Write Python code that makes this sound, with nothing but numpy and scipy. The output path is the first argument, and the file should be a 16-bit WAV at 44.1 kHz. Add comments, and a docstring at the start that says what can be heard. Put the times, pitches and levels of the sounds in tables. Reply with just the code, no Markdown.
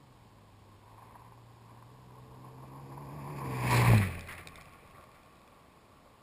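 """On a gravel track on an open hillside, a six-cylinder pickup drives straight over a small camera
on the ground and rolls away. The exhaust drones, the tyres roar and crunch, and ruts knock the
suspension. Air dragged along by the truck buffets the microphone, and thrown stones land behind it.
The camera holds each sample at a low rate, which mirrors the sound into a thin, glassy treble."""
import sys
import numpy as np
from scipy import signal
from scipy.fft import rfft, irfft, next_fast_len
from scipy.io import wavfile

SR = 44100
rng = np.random.default_rng(int(sys.argv[2]) if len(sys.argv) > 2 else 0)


def bounce(signal):
    """Save signal as a 16-bit WAV file at the path given by the first command-line argument."""
    frames = np.transpose(np.atleast_2d(signal))
    limited = np.clip(frames, -1, 1)
    pcm = np.round(limited * 32767).astype(np.int16)
    wavfile.write(sys.argv[1], SR, pcm)


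N = 274302
TIME = np.arange(N) / SR
# when each part of the truck is over the microphone
FRONT_S, BAY_S, CHASSIS_S, REAR_S, TAILPIPE_S = 3.758, 3.785, 3.797, 3.92, 3.945


def gain_of(db):
    """Turns decibels into a number to multiply by."""
    return 10 ** (np.asarray(db) / 20)


def evened(x):
    """Scales x to an average strength (rms) of 1."""
    return x / np.sqrt(np.mean(x ** 2) + 1e-20)


def curves(table):
    """Joins the rows of a time table with straight lines, one curve a column."""
    times, *columns = np.transpose(table)
    return [np.interp(TIME, times, column) for column in columns]


def during(table, fade_s=0.23):
    """1 from a table's first time to its last, fading out beyond them."""
    start, end = table[0][0], table[-1][0]
    return np.interp(TIME, [start - fade_s, start, end, end + fade_s], [0, 1, 1, 0])


def gain_at(spectrum, hz):
    """Looks up hz in a spectrum (a table of level by frequency); past its end the gain falls fast."""
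    f, db = np.transpose(spectrum)
    octaves = np.log2(hz + 1)
    beyond = np.maximum(octaves - np.log2(f[-1]), 0)
    return gain_of(np.interp(octaves, np.log2(f), db) - 40 * beyond)


def colour(x, spectrum):
    """Filters x by a spectrum, then scales it to a strength of 1."""
    size = next_fast_len(len(x))
    gains = gain_at(spectrum, np.fft.rfftfreq(size, 1 / SR))
    return evened(irfft(rfft(x, size) * gains, size)[:len(x)])


def drift(rate_hz):
    """A smooth random wobble of strength 1, up to about rate_hz fast."""
    t = TIME[::32]
    hz = np.fft.rfftfreq(len(t), t[1])
    slow = irfft(rfft(rng.standard_normal(len(t))) / (1 + (hz / rate_hz) ** 4), len(t))
    return np.interp(TIME, t, evened(slow))


def grains(per_s, spread_db):
    """Random clicks of mixed sizes."""
    sizes = gain_of(spread_db * np.minimum(rng.exponential(1, N), 4))
    return rng.standard_normal(N) * sizes * (rng.random(N) < per_s / SR)


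def add(mix, at_s, sound):
    """Lays a sound into the mix, starting at at_s."""
    part = mix[round(at_s * SR):][:len(sound)]
    part += sound[:len(part)]


def crossing(at_s, over_s):
    """Goes from 0 to 1 in over_s, centred on at_s."""
    return np.clip(.5 + (TIME - at_s) / over_s, 0, 1)


def swell(at_s, half_s):
    """A smooth rise and fall, 1 at at_s."""
    return np.exp(-((TIME - at_s) / half_s) ** 2)


def passing(at_s, near_m, ahead_db, behind_db, speed_m_per_s=14.42):
    """Gain of a passing part: 1 when closest, ahead_db or behind_db less as the distance doubles."""
    along_m = speed_m_per_s * (TIME - at_s)
    doublings = np.log2(np.hypot(along_m / near_m, 1))
    return gain_of(-doublings * np.where(along_m < 0, ahead_db, behind_db))


def wheels(front_db, rear_db, near_m, ahead_db, behind_db):
    """Gain of the front and rear wheels passing in turn."""
    return np.hypot(gain_of(front_db) * passing(FRONT_S, near_m, ahead_db, behind_db),
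                    gain_of(rear_db) * passing(REAR_S, near_m, ahead_db, behind_db))


def once_past(drop_db, over_s):
    """Once the truck has passed, its sound drops by drop_db."""
    return gain_of(-drop_db * np.clip((TIME - REAR_S) / over_s, 0, 1))


def engine_gain(bay_db=-28.5, tailpipe_db=-21):
    """The engine bay carries far ahead; the tailpipe booms only close by."""
    bay = gain_of(bay_db) * passing(BAY_S, near_m=0.67, ahead_db=5.5, behind_db=7.0)
    tailpipe = gain_of(tailpipe_db) * passing(TAILPIPE_S, near_m=1.16, ahead_db=9, behind_db=12)
    return np.hypot(bay, tailpipe) * once_past(drop_db=9, over_s=0.37)  # the driver lifts off


# how often the cylinders fire, before any wobble: t/s, f/Hz
FIRING = [(0.0, 141.8), (0.16, 118.4), (0.3, 107.1), (0.75, 99.8), (1.0, 111.1), (1.25, 117), (1.84, 116.4),
          (1.96, 128.4), (2.1, 124.1), (2.42, 126.8), (2.85, 136), (3.3, 145), (3.5, 130), (3.65, 123.6),
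          (3.9, 117.6), (4.1, 85.8), (4.42, 85.15), (4.65, 74.6)]
# the driven wheels hop and swing the revs: middle t/s, half length/s, hop f/Hz, share of the revs
WHEEL_HOP = (3.16, .22, 6.13, 0.058)
# tones at 1, 2, 3... times half the firing rate: level ahead/dB, level under the tailpipe/dB
EXHAUST_TONES = [(-17.5, -19), (-0.5, 0), (-15.5, -13.5), (-14, -13.5), (-14.5, -27.5), (-21, -23.5),
                 (-12.5, -31.5), (-23, -30), (-13, -48)]
# how the drone changes: t/s, tailpipe share (0-1), lift of the upper tones/dB
EXHAUST_BLEND = [(0, 0.26, 1), (1.85, 0.08, -2.5), (1.98, 0.12, 0.5), (3.1, 0.07, 2.5), (3.5, 0.08, 3),
                 (3.88, 0.78, -1), (4.17, 1, 5.5)]
# the pipe favours some pitches over others: f/Hz, level/dB
PIPE_SPECTRUM = [(40, 1.5), (150, 0.5), (190, 1.5), (240, -2), (275, 1.5), (310, -1.5), (360, 2),
                 (400, -3.5), (438, 4), (468, -4), (500, -8.5), (700, -4)]

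def engine(uneven_db=-25, waver=0.33, jitter=0.00715, bumps=0.0074, cruise_hz=120):
    """Six cylinders fire in two banks of three and drone; unequal cylinders add weak extra tones."""
    steady_hz, = curves(FIRING)
    tailpipe, lift_db = curves(EXHAUST_BLEND)
    hop_s, hop_half_s, hop_hz, hop_share = WHEEL_HOP
    hop = swell(hop_s, hop_half_s) * np.cos(2 * np.pi * hop_hz * (TIME - hop_s))
    firing_hz = steady_hz * (1 + hop_share * hop)
    pulling_hard = crossing(2.09, over_s=.6) * (1 - crossing(3.4, over_s=0.32))
    jolts = bumps * drift(6.85) * pulling_hard  # bumps shake the revs
    firings = np.cumsum(firing_hz * (1 + jolts + jitter * drift(22.63))) / SR
    drone = np.zeros(N)
    for k, (ahead_db, behind_db) in enumerate(EXHAUST_TONES, 1):
        tone_db = ahead_db + tailpipe * (behind_db - ahead_db) + lift_db * (k > 2)
        unsteady = 1 + (.06 if k == 2 else waver) * drift(14.3)  # the firing tone is the steadiest
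        tone = np.cos(np.pi * k * firings + 2 * np.pi * rng.random())
        drone += gain_of(tone_db) * gain_at(PIPE_SPECTRUM, firing_hz * k / 2) * unsteady * tone
    cycle = 2 * np.pi * firings / 6
    uneven = sum(np.cos(k * cycle + 2 * np.pi * rng.random()) for k in range(4, 15) if k % 3)
    drone += gain_of(uneven_db - 7 * tailpipe) * uneven * (1 + 0.75 * drift(11.6))
    effort = gain_of(2 * np.log2(firing_hz / cruise_hz))  # 2 dB louder at twice the revs
    return np.sqrt(2) * engine_gain() * effort * drone * during(FIRING)


# rough stretches of track: middle t/s, level/dB, half length/s
ROUGH_PATCHES = [(0.879, -65.5, 0.054), (1.116, -58, 0.22), (1.721, -62, 0.099), (4.993, -55.5, 0.047)]

def rough_ground():
    """Gain of the extra noise that the wheels make on rough stretches."""
    return sum(gain_of(db) * swell(at_s, half_s) for at_s, db, half_s in ROUGH_PATCHES)


# the tread's roar, and a hollow knock near 1 kHz from ahead and from behind: f/Hz, level/dB
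ROAR_SPECTRUM = [(30, -21), (65, 6.5), (160, 5.5), (230, 2), (330, -1), (400, 0.5), (490, 1), (680, -1.5),
                 (900, -2.5), (1300, -33), (1700, -24)]
KNOCK_AHEAD = [(500, -32), (720, -7), (850, 0.5), (1000, 5.5), (1130, 1.5), (1220, -11), (1330, -19),
               (1600, -15.5), (2200, -29), (3000, -47)]
KNOCK_BEHIND = [(450, -43), (580, -0.5), (790, -7.5), (970, -28), (1080, 5.5), (1170, 4.5), (1270, -10.5),
                (1400, -2.5), (1520, -22), (2500, -28)]

def tyres(knock_db=-34.5, rough_roar_db=-7, sway_db=2.1, clump_db=2.0):
    """Tread roars on the dirt and knocks in clumps, more on rough ground, thinner from behind."""
    rough = rough_ground()
    rolling = wheels(front_db=-35, rear_db=-33.5, near_m=0.83, ahead_db=6.5, behind_db=6.0)
    rolling *= once_past(drop_db=7.0, over_s=0.34)
    shaking = gain_of(knock_db) * passing(CHASSIS_S, near_m=1.77, ahead_db=7.0, behind_db=4.5)
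    shaking *= once_past(drop_db=14.0, over_s=0.11)
    pulling_away = gain_of(-7 * np.clip(1 - TIME / 2.68, 0, 1))  # quieter until it gathers speed
    roar_gain = np.hypot(pulling_away * rolling, gain_of(rough_roar_db) * rough)
    roar = colour(rng.standard_normal(N), ROAR_SPECTRUM) * gain_of(sway_db * drift(25))
    blows = grains(per_s=5000, spread_db=2.0) * gain_of(clump_db * drift(29.0))
    behind = crossing(3.984, over_s=0.34)
    knock = (1 - behind) * colour(blows, KNOCK_AHEAD) + behind * colour(blows, KNOCK_BEHIND)
    return roar * roar_gain + knock * np.hypot(pulling_away * shaking, rough)


# grinding stones, a thin whining hiss as the truck approaches, and sand close by: f/Hz, level/dB
CRUNCH_SPECTRUM = [(1000, -17), (1400, -10), (1620, -4), (1850, 0), (2080, -1), (2330, 1.5), (2550, 0.5),
                   (2850, -12.5), (3400, -13), (5000, -22)]
WHINE_SPECTRUM = [(2000, -16), (2900, -34), (3500, -21), (4200, -5), (4600, 10), (4820, 6), (5050, 11),
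                  (5400, 1.5), (6000, 4.5)]
FIZZ_SPECTRUM = [(2000, -39), (2900, -5), (3500, -8), (4100, 2.5), (4700, -2), (5200, -2), (6000, -6.5)]

def gravel(rough_db=-13, whine_db=-6, clump_db=1.2, arrival_s=3.688):
    """Stones grind under the tread; a thin, whining hiss gives way to sand as the wheels arrive."""
    clumps = gain_of(clump_db * drift(35))
    crunch = colour(grains(per_s=12000, spread_db=0.5) * clumps, CRUNCH_SPECTRUM)
    fine_clicks = grains(per_s=9000, spread_db=-2.5) * clumps
    close = crossing(arrival_s, over_s=0.053)
    whine = gain_of(whine_db) * colour(fine_clicks, WHINE_SPECTRUM)
    hiss = (1 - close) * whine + close * colour(fine_clicks, FIZZ_SPECTRUM)
    crunch_gain = wheels(front_db=-33, rear_db=-35.5, near_m=1.165, ahead_db=11.0, behind_db=9.5)
    hiss_gain = wheels(front_db=-41, rear_db=-50.5, near_m=1.13, ahead_db=8, behind_db=12)
    return crunch * np.hypot(crunch_gain, gain_of(rough_db) * rough_ground()) + hiss * hiss_gain


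# the background hush: f/Hz, level/dB
HUSH_SPECTRUM = [(15, -39), (25, -3.5), (96, -0.5), (201, -4), (376, -9), (564, -9), (630, -11), (902, -8),
                 (965, -7.5), (1080, -5.5), (1320, -17.5), (4240, -22), (5300, -24), (6890, -28),
                 (11700, -120)]

def hillside(level_db=-60.5):
    """The steady hush of the open hillside."""
    return gain_of(level_db) * colour(rng.standard_normal(N), HUSH_SPECTRUM)


def ring(spectrum, size=2048):
    """How a body with this spectrum rings after one blow, scaled to a peak of 1."""
    log_gain = np.log(gain_at(spectrum, abs(np.fft.fftfreq(size, 1 / SR))) + 1e-5)
    # the Hilbert step makes the ringing follow the blow, never lead it
    response = np.fft.ifft(np.exp(signal.hilbert(log_gain).conj())).real[:size // 2]
    return response / abs(response).max()


# the suspension knocks over a rut: t/s, relative level/dB
RUT_KNOCKS = [(0.98, -45), (1.022, -42), (1.153, -39), (1.219, -44.5), (1.25, -51), (1.321, -43),
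              (1.824, -42), (2.312, -48), (2.443, -42.5), (2.462, -49), (3.275, -32.5), (3.383, -34),
              (3.704, -22), (3.815, -22), (3.855, -29)]

def ruts(level_db=-3, rattle=0.16, rattle_s=0.0077):
    """Each rut gives one blow and a short rattle: a hollow knock ringing near 1 kHz."""
    out, hollow_ring, t = np.zeros(N), ring(KNOCK_AHEAD), TIME[:SR // 12]
    for at_s, peak_db in RUT_KNOCKS:
        blow = rattle * rng.standard_normal(len(t)) * np.exp(-t / rattle_s)
        blow[0] += 1
        knock = signal.fftconvolve(blow, hollow_ring)
        add(out, at_s, gain_of(peak_db + level_db) * knock / abs(knock).max())
    return out


# the rumble of air on the microphone: f/Hz, level/dB
BUFFET_SPECTRUM = [(10, -21), (27, 2), (45, -6), (80, -15), (150, -9), (400, -27)]
# swirls of air: middle t/s, level/dB, half length/s
GUSTS = [(3.92, -52, .12), (4.19, -47, .05), (4.3, -59, 0.061), (4.555, -57, 0.076), (4.85, -64, 0.15)]

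def air_gusts():
    """The air dragged along by the truck buffets the microphone in a few gusts."""
    strength = sum(gain_of(db) * swell(at_s, half_s) for at_s, db, half_s in GUSTS)
    return colour(rng.standard_normal(N), BUFFET_SPECTRUM) * strength


# one thud: t/s, level/dB, f/Hz, length/s
AXLE_THUD = (3.933, -18, 680, .0042)

def axle():
    """The rear axle passes with a dead thud: a few vibrations and no ring."""
    at_s, db, hz, length_s = AXLE_THUD
    age = np.clip(TIME - at_s, 0, length_s)
    return gain_of(db) * np.sin(np.pi * age / length_s) ** 2 * np.sin(2 * np.pi * hz * age)


# the camera housing's short, bright ring at each stone tick: f/Hz, level/dB, 60 dB fade time/s
HOUSING_TONES = [(1700, -17, 0.0055), (2489, 3.5, 0.015), (3712, -12, 0.015), (4500, -1, 0.0064),
                 (5170, -2.5, 0.0092)]

def stone_tick(ping_hz, ping_db=-2, ping_fade_s=0.018, spread_db=2, detune=0.054, crack_s=0.00054):
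    """One stone strikes: a dry crack, a ping, and the housing's ring, which varies from hit to hit."""
    t = TIME[:SR // 40]
    hz, db, fade_s = np.transpose(HOUSING_TONES)[:, :, None]
    weight, shift = rng.standard_normal((2, len(hz), 1))
    fades = gain_of(db + spread_db * weight - 60 * t / fade_s)
    housing = (fades * np.sin(2 * np.pi * hz * (1 + detune * shift) * t)).sum(0)
    ping = gain_of(ping_db - 60 * t / ping_fade_s) * np.sin(2 * np.pi * ping_hz * t)
    crack = colour(rng.standard_normal(len(t)), FIZZ_SPECTRUM) * np.exp(-t / crack_s)
    sound = housing + ping + gain_of(-1) * crack
    return sound / abs(sound).max()


# a thrown stone lands: t/s, relative level/dB, ping f/Hz
LANDINGS = [(3.9807, -22.5, 4070), (4.1935, -35, 3000), (4.2092, -32.5, 3580), (4.2744, -39.5, 3900),
            (4.3255, -36.5, 3565), (4.3809, -39, 2800), (4.4731, -27.5, 3750), (4.4853, -36, 3660),
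            (4.557, -37, 3550), (4.5774, -42, 3640), (4.6116, -39, 3460), (4.6208, -44, 3220),
            (4.736, -48, 3060), (5.4167, -51, 3740), (5.4768, -49, 3450)]

def stones(level_db=1.0, grit_db=-53.0, size_db=9, settle_db_per_s=4, top_hz=4800, grit_count=50):
    """Big stones land one by one; grit keeps ticking down, ever fainter, bigger bits lower in pitch."""
    out = np.zeros(N)
    for at_s, peak_db, ping_hz in LANDINGS:
        add(out, at_s, gain_of(peak_db + level_db) * stone_tick(ping_hz))
    for when, size in rng.random((grit_count, 2)):
        delay_s = 1.4 * when
        peak_db = grit_db + size_db * size ** 2 - settle_db_per_s * delay_s
        add(out, 4.05 + delay_s, gain_of(peak_db) * stone_tick(top_hz / (1 + .5 * size)))
    return out


# the patter of grit: f/Hz, level/dB
PATTER_SPECTRUM = [(700, -16), (1200, 1.5), (1450, -2.5), (1700, -2), (2100, 5.5), (2500, -8),
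                   (3000, -11.5), (5500, -20.5)]
# a handful of grit comes down: t/s, level/dB, fade time/s
SHOWERS = [(4.01, -36, 0.046), (4.282, -41, 0.027), (4.308, -45.5, 0.043), (4.375, -48, 0.043),
           (4.558, -57, 0.064), (4.942, -56.5, 0.024), (5.143, -55.5, 0.021)]

def grit_showers(rise_s=0.0035):
    """Grit thrown by the rear wheels patters down in short showers."""
    strength = np.zeros(N)
    for at_s, db, fade_s in SHOWERS:
        age = np.maximum(TIME - at_s, 0)
        strength += gain_of(db) * (1 - np.exp(-age / rise_s)) * np.exp(-(age / fade_s) ** 2)
    return strength * colour(grains(per_s=5800, spread_db=2.0), PATTER_SPECTRUM)


def scene():
    """The truck, what it throws up, and the hillside, in one channel."""
    truck = engine() + tyres() + ruts() + axle() + gravel() + air_gusts()
    return (truck + grit_showers() + stones() + hillside())[None]


def record(dry, corner_hz=5600, hold_hz=12000, top_hz=15400):
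    """The camera cuts the treble, then holds each sample, which mirrors the sound around hold_hz."""
    size = next_fast_len(N + 2048)
    hz = np.fft.rfftfreq(size, 1 / SR)
    dulled = irfft(rfft(dry, size) / np.sqrt(1 + (hz / corner_hz) ** 48), size)[:, :N]
    mirrored = dulled * (1 + 2 * np.cos(2 * np.pi * hold_hz * TIME))
    held = irfft(rfft(mirrored, size) * np.sinc(hz / hold_hz), size)[:, :N]
    top_cut = signal.firwin(511, top_hz, window=("kaiser", 9), fs=SR)
    return signal.oaconvolve(held, top_cut[None], "same")


dry = scene()
out = record(dry)
bounce(out)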